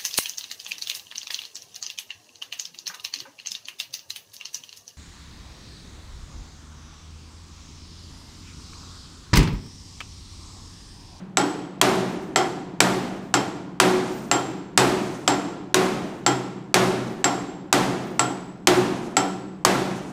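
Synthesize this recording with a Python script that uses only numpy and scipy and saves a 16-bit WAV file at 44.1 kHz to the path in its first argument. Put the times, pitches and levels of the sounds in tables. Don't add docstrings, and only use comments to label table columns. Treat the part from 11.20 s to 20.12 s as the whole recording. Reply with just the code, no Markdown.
import sys
import numpy as np
from scipy import signal
from scipy.fft import rfft, irfft
from scipy.io import wavfile
from scipy.ndimage import uniform_filter1d, minimum_filter1d, map_coordinates

SR = 44100
rng = np.random.default_rng(int(sys.argv[2]) if len(sys.argv) > 2 else 0)


def put_to_file(sound):
    columns = np.atleast_2d(sound).T
    safe = np.clip(columns, -1, 1)
    whole_steps = np.round(safe * 32767)
    wavfile.write(sys.argv[1], SR, whole_steps.astype(np.int16))


def volts_from_db(level):
    exponent = np.asarray(level, float) / 20
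    return 10 ** exponent


N = 393372


def unit(x):
    return x / np.sqrt(np.mean(x ** 2) + 1e-20)


def along(points, hz):
    point_hz, value = np.transpose(points)
    return np.interp(np.log(hz + 1), np.log(point_hz + 1), value)


def fade(t, t60):
    return volts_from_db(-60 * t / t60)


def colour(x, spectrum, tilt_db=0):
    hz = np.fft.rfftfreq(len(x), 1 / SR)
    octaves_above = np.log2(np.maximum(hz / 1000, 1))
    gain = volts_from_db(along(spectrum, hz) + tilt_db * octaves_above)
    return irfft(rfft(x) * gain, len(x))


def noise(length, spectrum, tilt_db=0):
    return unit(colour(rng.standard_normal(length), spectrum, tilt_db))


def add(out, s, x):
    part = out[round(s * SR):][:len(x)]
    part += x[:len(part)]


def ring(t, hz, db, t60, spread_db, cycles, split, blur):
    level_db, twin = rng.standard_normal((2, len(hz), 1))
    steps = rng.standard_normal((len(hz), len(t)))
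    wander = np.cumsum(steps, axis=1) * np.sqrt(blur * hz[:, None] / SR)
    phase = 2 * np.pi * hz[:, None] * t
    swell = 1 - fade(t, cycles / hz[:, None])
    shape = volts_from_db(db[:, None] + spread_db * level_db) * fade(t, t60[:, None]) * swell
    pair = np.sin(phase + wander) + 1.08 * np.sin(phase * (1 + split * twin))
    return (shape * pair).sum(axis=0)


# (pitch_hz, level_db per Hz)
AIR_SPECTRUM = [(12, -46), (20, -17), (91, -17), (128, -7.5), (155, -1), (194, 6.5), (230, -16),
                (439, -25.5), (1110, -35.5), (4150, -58.5), (6330, -49), (16400, -68)]


def shop_air():
    return volts_from_db(-49.5) * noise(N, AIR_SPECTRUM)


# (pitch_hz, build_up_s, early_t60_s, late_t60_s)
SHOP_DECAY = [(100, 0.74, 0.71, 2.66), (282, 0.17, 0.34, 1.51), (1000, 0.0033, 0.42, 1.19),
              (2910, 0.0061, 0.28, 0.96), (8250, 0.014, 0.15, 0.64), (15000, 0.011, 0.079, 0.45)]


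def echoes(spectrum, tilt_db, early_db):
    length = round(1.3 * SR)
    hz, t, bands = signal.stft(noise(length, spectrum, tilt_db), SR, nperseg=128)
    decay = np.array(SHOP_DECAY)
    build, early, late = [along(decay[:, [0, k]], hz)[:, None] for k in range(1, 4)]
    dying = np.hypot(volts_from_db(early_db) * fade(t, early), fade(t, late))
    tail = signal.istft(bands * (1 - fade(t, build)) * dying, SR, nperseg=128)[1][:length]
    return tail / np.linalg.norm(tail)


def in_shop(x, wet_db):
    out = volts_from_db(wet_db) * signal.fftconvolve(x, echoes([(1000, 0)], 0, early_db=17))
    out[:len(x)] += x
    return out


# (pitch_hz, level_db per Hz)
CLANG_SPECTRA = [
    [(24, -68), (40, -40), (121, -22.5), (231, -15), (290, -1.5), (556, -15), (770, -13), (942, -13.5),
     (1350, -17.5), (2260, -20), (6650, -19.5), (7730, -22.5), (14100, -33), (15300, -37.5), (16000, -80)],
    [(24, -59), (40, -21), (75, -27.5), (121, -18), (231, -6), (372, -5), (467, -11.5), (751, -9),
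     (873, -11.5), (1370, -15), (2200, -18.5), (7540, -23.5), (14500, -34.5), (15300, -41.5), (16000, -87)],
]


def clang(full, tilt_db, early_db):
    clang_db = [16, 19][full]
    return volts_from_db(clang_db) * echoes(CLANG_SPECTRA[full], tilt_db, early_db)


# (pitch_hz, level_db per Hz)
CRACK_SPECTRA = [
    [(180, -67), (400, -19), (1000, -17), (2090, -11), (6540, -12.5), (7480, -22), (9620, -30.5),
     (14600, -36), (16400, -49)],
    [(180, -47), (400, -9.5), (1000, -2), (2130, -4.5), (5180, -8), (7870, -8), (8850, -14), (14600, -27),
     (16400, -48)],
]


def crack(t, full, tilt_db):
    crack_db, crack_s = [-4, 1][full], [.0022, .003][full]
    rattle_db, rattle_t60_s = [-20, -21][full], .12
    knocks_db = 4 * map_coordinates(rng.standard_normal(140), [t * 250])
    contact = np.exp(-(t / crack_s) ** 3)
    rattle = volts_from_db(knocks_db + rattle_db) * fade(t, rattle_t60_s)
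    burst = (1 - fade(t, .004)) * (contact + rattle)
    return volts_from_db(crack_db) * burst * noise(len(t), CRACK_SPECTRA[full], tilt_db)


# (pitch_hz, tap_level_db, full_blow_level_db, t60_s)
FRAME_MODES = [(129, -8, -8, .6), (188, -9, -7, .8), (292, -4, -2, .3), (334, -12, -8, .3),
               (370, -5, 1, .65), (436, -14, -8, .2), (603, -14, -8, .15), (883, -10, -12, .15),
               (720, 1, -10, .15), (762, 4, -6, .18), (829, 0, -10, .15), (1365, 6, -3, .07),
               (1093, -6, -8, .12), (1207, -6, -5, .08), (1990, 3, 3, .02), (2140, -11, -13, .12),
               (3200, -11, -22, .3), (4320, -14, -24, .15), (5285, -11, -25, .3)]


def frame(t, full):
    boom_db = [-24, -22][full]
    modes = np.transpose(FRAME_MODES)
    return volts_from_db(boom_db) * ring(t, modes[0], modes[1 + full], modes[3],
                               spread_db=1.5, cycles=7.9, split=.02, blur=.04)


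# (pitch_hz, tap_t60_s, full_blow_t60_s)
HEAD_MODES = [(7472, .075, .015), (7785, .05, .015)]


def hammer_head(t, full, head_db):
    modes = np.transpose(HEAD_MODES)
    return ring(t, modes[0], np.array(head_db), modes[1 + full], spread_db=1, cycles=8, split=.002, blur=.01)


# (start_s, strength_db, lower_head_mode_level_db, upper_head_mode_level_db)
BLOW_LIST = [(.171, -7, -25.5, -15.5), (0.6137, -2.5, -32, -30.5), (1.1597, -8, -19, -24),
             (1.604, -4.5, -18.5, -14), (2.1401, -8.5, -18, -25), (2.6, -3, -23, -20),
             (3.1135, -8.5, -16.5, -28.5), (3.5755, -2.5, -29, -10), (4.0773, -7, -15, -23),
             (4.5432, -4, -33, -24), (5.0634, -8, -17, -22), (5.5421, -2.5, -32, -23.5),
             (6.0425, -8, -14.5, -23), (6.527, -3.5, -22, -19), (6.9938, -11, -18, -9),
             (7.4715, -2.5, -27, -26), (7.9679, -9.5, -19.5, -12.5), (8.4492, -3, -26, -20)]


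def hammer():
    out, t = np.zeros(N), np.arange(SR // 2) / SR
    bright_db = [-2.5, 0.06]
    room_db = [-5.5, -6]

    earlier_s, earlier_db = 0.32, -13.5
    earlier = clang(1, bright_db[1], early_db=15)
    add(out, 0, volts_from_db(earlier_db) * earlier[round(earlier_s * SR):])

    for k, (s, db, *head_db) in enumerate(BLOW_LIST):
        full = k % 2
        steel = frame(t, full) + hammer_head(t, full, head_db)
        add(out, s, volts_from_db(db) * crack(t, full, bright_db[full]))
        add(out, s, volts_from_db(db) * clang(full, bright_db[full], early_db=12))
        add(out, s, volts_from_db(db) * in_shop(steel, wet_db=room_db[full]))
    return out


# (pitch_hz, level_db per Hz)
GRIT_SPECTRUM = [(1500, -57), (3500, -5), (6200, 3), (8000, 0), (11500, -10), (15300, -38), (16500, -56)]


def scrape(t):
    level_db = -58 + 3.5 * rng.standard_normal()
    slips = map_coordinates(rng.standard_normal(40), [t * 60])
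    shape = fade(t, 4.2) * (1 - fade(t, 0.28)) * (1 - 2 * t)
    return volts_from_db(level_db) * volts_from_db(1.9 * slips) * noise(len(t), GRIT_SPECTRUM) * shape


# (pitch_hz, level_db, t60_s)
ROD_MODES = [(11400, -25, .5), (13780, -17, 1.6)]


def punch_rod(t):
    hz, level_db, t60 = np.transpose(ROD_MODES)
    return ring(t, hz, level_db, t60, spread_db=1.5, cycles=2500, split=.001, blur=.005)


# (start_s, level_db)
TOUCH_LIST = [(.85, -57), (1.7, -59), (2.889, -50), (3.75, -55), (4.75, -58), (5.8, -59), (6.8, -57),
              (7.63, -59), (8.629, -57)]


def punch():
    out, t = np.zeros(N), np.arange(SR // 2) / SR
    for s, *_ in BLOW_LIST[1::2]:
        add(out, s + 0.2, scrape(t))
    for s, db in TOUCH_LIST:
        add(out, s, volts_from_db(db) * punch_rod(t))
    return out


def scene():
    return (shop_air() + hammer() + punch())[None]


def band_limit(x):
    return signal.sosfilt(signal.butter(12, 16590, fs=SR, output="sos"), x)


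def record(dry):
    ahead = round(.008 * SR)
    threshold_db, cut_per_db, recovery_s = -12, .62, 0.077
    level_db = 20 * np.log10(np.abs(dry[0]) + 1e-9)
    over_db = np.maximum(level_db - threshold_db, 1e-3)
    held_db = -minimum_filter1d(-cut_per_db * over_db, 2 * ahead + 1)
    leak = np.arange(N) / SR / recovery_s
    cut_db = np.exp(np.maximum.accumulate(np.log(held_db) + leak) - leak)
    smooth_cut_db = uniform_filter1d(cut_db, ahead // 2)
    x = volts_from_db(8.5) * dry * volts_from_db(-smooth_cut_db)
    x = x / (1 + np.abs(x / .9) ** 8) ** (1 / 8)
    x = signal.sosfilt(signal.butter(10, 16400, fs=SR, output='sos'), x)
    return band_limit(x)


dry = scene()
out = record(dry)
put_to_file(out)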